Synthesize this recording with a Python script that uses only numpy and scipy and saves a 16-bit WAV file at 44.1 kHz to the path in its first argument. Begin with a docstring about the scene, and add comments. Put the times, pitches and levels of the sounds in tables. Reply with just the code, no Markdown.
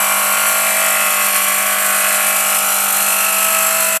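"""A hard mains buzz with bright metallic chatter on top: an electromagnetic vibration table is shaking
a clamped tablet in a small hard-walled room. The clamps knock four times a stroke, making the steel
plate buzz and rattle, and now and then ring at their own pitch. Loose bolts tap out the chatter.
The microphone drifts over the table, so one plate resonance after another comes forward."""
import sys
import numpy as np
from scipy import signal
from scipy.fft import rfft, irfft
from scipy.io import wavfile
from scipy.ndimage import uniform_filter1d, map_coordinates

SR = 44100
rng = np.random.default_rng(int(sys.argv[2]) if len(sys.argv) > 2 else 0)


def master_out(mix):
    """Clip the mix to full scale and print it as 16-bit PCM to the path in sys.argv[1]."""
    frames = np.transpose(np.atleast_2d(mix))
    ceiling = np.clip(frames, -1, 1)
    pcm = np.round(ceiling * 32767).astype(np.int16)
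    wavfile.write(sys.argv[1], SR, pcm)


N = 176400
SHAKE_HZ = 49.962
HARDEST_HIT_S = 0.0017  # where in the stroke loose parts hit hardest

# the clamps' knocks within one stroke: delay_ms, relative_db
STROKE_KNOCKS = [(4.2, 4), (8.2, 0.5), (12.6, 0), (16.8, 5.5)]
# partials of the plate's buzz: harmonic_number, relative_db
BUZZ_PARTIALS = [(3, -31), (4, -9.5), (5, -28.5), (6, -36.5), (7, -33.5), (8, -23.5), (9, -20), (10, -14),
                 (11, -17.5), (12, -3.5), (13, -.5), (14, -15.5), (15, -4), (16, -4.5), (17, -13),
                 (18, -8.5), (19, -14), (20, -9), (21, -8.5), (22, 1), (23, -2.0), (24, -20.5), (25, -1.0),
                 (26, -1), (27, -2.5), (28, 1), (29, -10.5), (30, -3), (31, -15), (32, -8), (33, -6.5),
                 (34, -8.0), (35, -9.5), (36, -9.5), (37, -10), (38, -13), (39, -10), (40, -4), (41, -7.5),
                 (42, -8), (43, -9), (44, -8), (45, -17), (46, -8.5), (47, -1), (48, -13.5), (49, -9.5),
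                 (50, -6.5), (51, -11), (52, -2.5), (53, -13.5), (54, -17), (55, -11.5), (56, -7.5),
                 (57, -10.5), (58, -10), (59, -10.5), (60, -22.5), (61, -16), (62, -16), (63, -20.5),
                 (64, -44), (65, -17), (66, -16), (67, -17.5)]


def plate_buzz(knock_times, accent_db, gain_db=-27.5, wander_per_khz=0.3, wander_hz=1.38, tremble_hz=18):
    """The knocked plate buzzes in harmonics of the shake rate, which wander as the microphone moves."""
    # plate resonances that come forward or recede: centre_s, half_length_s, pitch_hz, half_width_hz, boost_db
    resonances = [(2.2, 1, 550, 10, -39), (3.61, 0.35, 600, 32, -15), (0.76, 0.2, 668, 24, 11),
                  (1.34, .22, 650, 21, -8), (2.87, 0.15, 650, 40, -12), (3.9, 0.62, 650, 25, 7.5),
                  (3.72, 0.3, 750, 18, -11), (1.65, 0.49, 847, 47, -23), (3.92, 0.083, 820, 53, -8),
                  (0.082, 0.3, 980, 97, 5.5), (2, 0.81, 1000, 25, -20), (3.88, 0.15, 1000, 22, 19.5),
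                  (3.23, 1, 1134, 130, -5.5), (3.9, 0.16, 1030, 190, -11), (.745, 0.035, 1300, 210, -10),
                  (0.99, 0.75, 1300, 8.3, -17), (3.46, 0.38, 1300, 9.3, 6.5), (0.32, 0.54, 1350, 29, -2),
                  (0.52, .3, 1400, 30, 3), (1.66, .3, 1440, 40, -32), (3.48, 0.16, 1400, 29, -15),
                  (1.86, 0.43, 1500, 25, 9.5), (2.35, 0.22, 1500, 23, -7), (2.7, 0.23, 1725, 37, 3),
                  (2.75, 0.2, 1770, 170, -12.5), (0.91, 0.27, 1940, 120, 8.5), (2.1, 0.75, 2010, 15, 14),
                  (3.1, 0.58, 2110, 90, -19.5), (.75, 0.22, 2350, 23, 7), (1.32, 0.32, 2350, 30, -7),
                  (2.43, .2, 2300, 50, 10), (2.3, 0.094, 2400, 39, 12), (3.66, 0.85, 2350, 24, -7),
                  (1.11, 0.28, 2600, 35, 10), (2.35, .15, 2780, 33, -7), (4, 0.31, 2750, 96, -3.5)]
    t, starts = np.arange(N) / SR, stroke_starts()
    fundamental = np.exp(2j * np.pi * SHAKE_HZ * t)
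    unevenness = rms_one(np.interp(t, knock_times.ravel(), from_db(accent_db).ravel())) - 1
    wave, out = fundamental ** (BUZZ_PARTIALS[0][0] - 1), 0
    for (harmonic, db), phase in zip(BUZZ_PARTIALS, buzz_phases()):
        wave = wave * fundamental  # one harmonic up
        hz = harmonic * SHAKE_HZ
        khz = hz / 1000
        boost_db = sum(boost * swell(starts, centre_s, half_s) * swell(hz, pitch_hz, half_hz)
                       for centre_s, half_s, pitch_hz, half_hz, boost in resonances)
        # real parts move the level, imaginary parts the phase
        wander = wander_per_khz * khz * (.5 * drift(wander_hz * 2, starts) + 1.5j * drift(wander_hz, starts))
        tremble = .1 * np.sqrt(khz) * (drift(tremble_hz, starts) + 1j * drift(tremble_hz, starts))
        gain = from_db(db) * rms_one(from_db(boost_db) * np.exp(wander + 1j * phase) * (1 + tremble))
        roughness = np.interp(hz, [550, 1170], [0, 1])  # uneven knocks roughen the upper partials
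        out = out + (np.interp(t, starts, gain) * wave).real * (1 + roughness * unevenness)
    return from_db(gain_db) * out


def buzz_phases(travel_ms_at_1khz=0.596, scatter_rad=0.321):
    """Knocks travel through the plate, low waves more slowly, and its ringing fills the gaps."""
    harmonics, db = np.transpose(BUZZ_PARTIALS)
    delay_ms, knock_db = np.transpose(STROKE_KNOCKS)
    bins, khz = harmonics.astype(int), harmonics * SHAKE_HZ / 1000
    knock_spectrum = np.exp(-2j * np.pi * np.outer(khz, delay_ms)) @ from_db(knock_db)
    bending_lag = 4 * np.pi * travel_ms_at_1khz * np.sqrt(khz)
    phase = np.angle(knock_spectrum) - bending_lag + scatter_rad * rng.standard_normal(len(bins))
    spectrum = np.zeros(256, complex)
    for _ in range(4):  # even out the level across the stroke
        spectrum[bins] = from_db(db) * np.exp(1j * phase)
        even_stroke = np.exp(1j * np.angle(np.fft.ifft(spectrum)))
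        phase = np.angle(np.fft.fft(even_stroke))[bins]
    return phase


def clamp_knocks(vary_db=2.5):
    """The clamps never knock twice alike: times and random accents, one row per stroke."""
    times = stroke_starts()[:, None] + np.transpose(STROKE_KNOCKS)[0] / 1000
    return times, vary_db * rng.uniform(-1.03, 1, times.shape)


def bolt_chatter(bolts=22, gain_db=1.5, burst_db=5, vary_db=4, creep_s=50e-6, jitter_s=14e-6):
    """Loose bolts each tap once a stroke, slightly out of time, and ring into the room."""
    # bright tone of the bolts: frequency_hz, relative_db
    bolt_spectrum = [(2000, -69), (3000, -9), (3300, -14.5), (3800, -19), (4100, -8), (4500, -14.5),
                     (4900, -16), (5300, -11.5), (5500, -14.5), (5700, -10), (6500, -9), (7100, -4.5),
                     (7800, 0), (9300, -1), (10600, -3.5), (11200, 1), (11800, -4.5), (12800, -1),
                     (13600, -8.5)]
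    # level ride of the chatter: time_s, relative_db
    ride = [(0.03, -17.5), (3.05, -17), (3.85, -17)]
    t, starts, out = np.arange(N) / SR, stroke_starts(), 0
    for place in (np.arange(bolts) + rng.random(bolts)) / bolts:  # fraction of a stroke
        times = starts + place / SHAKE_HZ + creep_s * drift(4, starts)
        times += jitter_s * rng.standard_normal(len(starts))
        burst = np.cos(np.pi * (place - HARDEST_HIT_S * SHAKE_HZ)) ** 2
        tap_db = burst_db * burst + vary_db * np.clip(rng.standard_normal(len(starts)), -2, 2)
        bolt_ring = dense_ring(t60_s=0.018)
        room_tail = from_db(0.5) * dense_ring(t60_s=0.15)
        out = out + signal.oaconvolve(clicks(times, from_db(tap_db)), bolt_ring + room_tail)[:N]
    level_db = gain_db + np.interp(t, *np.transpose(ride))
    return from_db(level_db) * colour(through_plate(out), bolt_spectrum)


def through_plate(taps, spots=7, top_hz=8800, moves_per_s=1.505):
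    """Below top_hz the plate colours the taps, differently at each spot the microphone passes."""
    low = signal.sosfiltfilt(signal.butter(2, top_hz, fs=SR, output="sos"), taps)
    mic_position = np.minimum(np.arange(N) / SR * moves_per_s, spots - 1)
    out = taps - low
    for spot in range(spots):
        nearness = np.cos(np.pi / 2 * np.clip(mic_position - spot, -1, 1))
        out = out + nearness * signal.oaconvolve(low, plate_ring())[:N]
    return out


def plate_ring():
    """The plate's ring at one spot: narrow peaks and notches, with no broad region standing out."""
    modes = rfft(dense_ring(t60_s=0.056), SR)
    broad_shape = np.sqrt(uniform_filter1d(np.abs(modes) ** 2, size=250))
    return irfft(modes / broad_shape, SR)[:SR // 8]


def plate_rattle(knock_times, accent_db, decay_s=0.0024, steady_scuff=0.42):
    """Each knock scuffs the plate with a short rough burst, over a bed of steady scuffing."""
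    # tone of the scuffing: frequency_hz, relative_db
    scuff_spectrum = [(30, -61), (80, -47), (130, -26.5), (175, -17.5), (215, -9), (280, -22), (420, -20.5),
                      (540, -13.5), (660, 0), (730, -5.5), (950, -5.5), (1150, -3), (1400, 0), (1800, -0.5),
                      (2050, -.5), (2600, 3), (3100, -4), (4200, -10.5), (8000, -18)]
    # level ride of the rattle: time_s, level_db
    ride = [(.1, -25), (.6, -24.5), (1.7, -24.5), (2.25, -24.5), (2.65, -25.5), (3.8, -26.5)]
    hits = clicks(knock_times, from_db(np.transpose(STROKE_KNOCKS)[1] + accent_db))
    force = rms_one(signal.lfilter([1], [1, -np.exp(-1 / (decay_s * SR))], hits))
    scuff = (force + steady_scuff) * rng.standard_normal(N)
    level_db = np.interp(np.arange(N) / SR, *np.transpose(ride))
    return from_db(level_db) * colour(scuff, scuff_spectrum)


def clamp_rings(decay_s=0.006):
    """A loose clamp, hit once a stroke, rings at its own pitch, partly clean and partly rough."""
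    # spells of ringing: centre_s, half_length_s, pitch_hz, width_hz, level_db, clean_share
    spells = [(1.262, 0.39, 11300, 277.8, -28.5, 0.04), (2.007, 0.24, 8200, 185.2, -27.5, 0.2),
              (2.756, 0.19, 9850, 305.6, -42, .1), (2.85, .4, 11500, 250, -28.5, 0.2),
              (3.637, 0.57, 7580, 350, -26, 0), (2.94, 1, 5770, 147, -37, 0),
              (3.2, 0.77, 4230, 350, -38.5, 0.3), (1.6, 0.63, 3296, 300, -39, 0.3),
              (3.14, .15, 2620, 200, -28.5, 0.73), (3.456, 0.32, 2630, 240, -26.5, 0.68),
              (3.92, 0.2, 2600, 199, -25, 0.86)]
    t, out = np.arange(N) / SR, 0
    since_hit = (t - HARDEST_HIT_S) % (1 / SHAKE_HZ)
    decay = np.exp(-since_hit / decay_s)
    for centre_s, half_s, hz, width_hz, db, clean in spells:
        band = signal.butter(2, [hz - width_hz / 2, hz + width_hz / 2], "band", fs=SR, output="sos")
        rough = rms_one(signal.sosfilt(band, decay * rng.standard_normal(N)))
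        low_cut = signal.butter(2, hz / 2, "high", fs=SR, output="sos")
        tone = rms_one(signal.sosfilt(low_cut, decay * np.sin(2 * np.pi * hz * since_hit)))
        ring = np.sqrt(clean) * tone + np.sqrt(1 - clean) * rough
        out = out + from_db(db) * swell(t, centre_s, half_s) * ring
    return out


def stroke_starts():
    """Start of each stroke of the table, in seconds."""
    return np.arange(-1, N / SR * SHAKE_HZ + 1) / SHAKE_HZ


def dense_ring(t60_s):
    """Countless close modes dying together; unit energy."""
    t = np.arange(SR // 4) / SR
    ring = rng.standard_normal(len(t)) * from_db(-60 * t / t60_s)
    return ring / np.linalg.norm(ring)


def clicks(times, sizes):
    """A train of impulses."""
    out = np.zeros(N)
    inside = (times >= 0) & (times < (N - 1) / SR)
    np.add.at(out, np.round(times[inside] * SR).astype(int), sizes[inside])
    return out


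def colour(x, spectrum):
    """Give a sound the tone of a body, drawn on a log-frequency axis; unit power."""
    hz, db = np.transpose(spectrum)
    bin_hz = np.maximum(np.arange(N // 2 + 1) * SR / N, 1)
    eq_db = np.interp(np.log(bin_hz), np.log(hz), db)
    return rms_one(irfft(rfft(x) * from_db(eq_db), N))


def drift(rate_hz, t):
    """Smooth random motion with a spread of about 1."""
    knots = rng.standard_normal(512)
    return map_coordinates(knots, [np.abs(t * rate_hz) + 2], order=3, mode="mirror")


def swell(x, centre, half_width):
    """A bell-shaped rise and fall."""
    return np.exp(-((x - centre) / half_width) ** 2)


def from_db(db):
    """Decibels to gain."""
    return 10 ** (np.asarray(db) / 20)


def rms_one(x):
    """Scale to unit power."""
    return x / np.sqrt(np.mean(np.abs(x) ** 2) + 1e-20)


def scene():
    """Buzz, rattle, chatter and ringing clamps at one microphone."""
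    times, accent_db = clamp_knocks()
    plate = plate_buzz(times, accent_db) + plate_rattle(times, accent_db)
    return (plate + bolt_chatter() + clamp_rings())[None]


def record(dry):
    """The highest peaks are rounded, the top is cut steeply and the sound breaks off at the end."""
    peak_limit, cutoff_hz, stop_s, fade_s = .75, 13900, 3.972, 0.0042
    rounded = dry / (1 + (dry / peak_limit) ** 6) ** (1 / 6)
    fade = np.exp(-np.maximum(np.arange(N) / SR - stop_s, 0) / fade_s)
    high_cut = signal.ellip(12, .1, 80, cutoff_hz, fs=SR, output="sos")
    return signal.sosfilt(high_cut, rounded * fade)


dry = scene()
out = record(dry)
master_out(out)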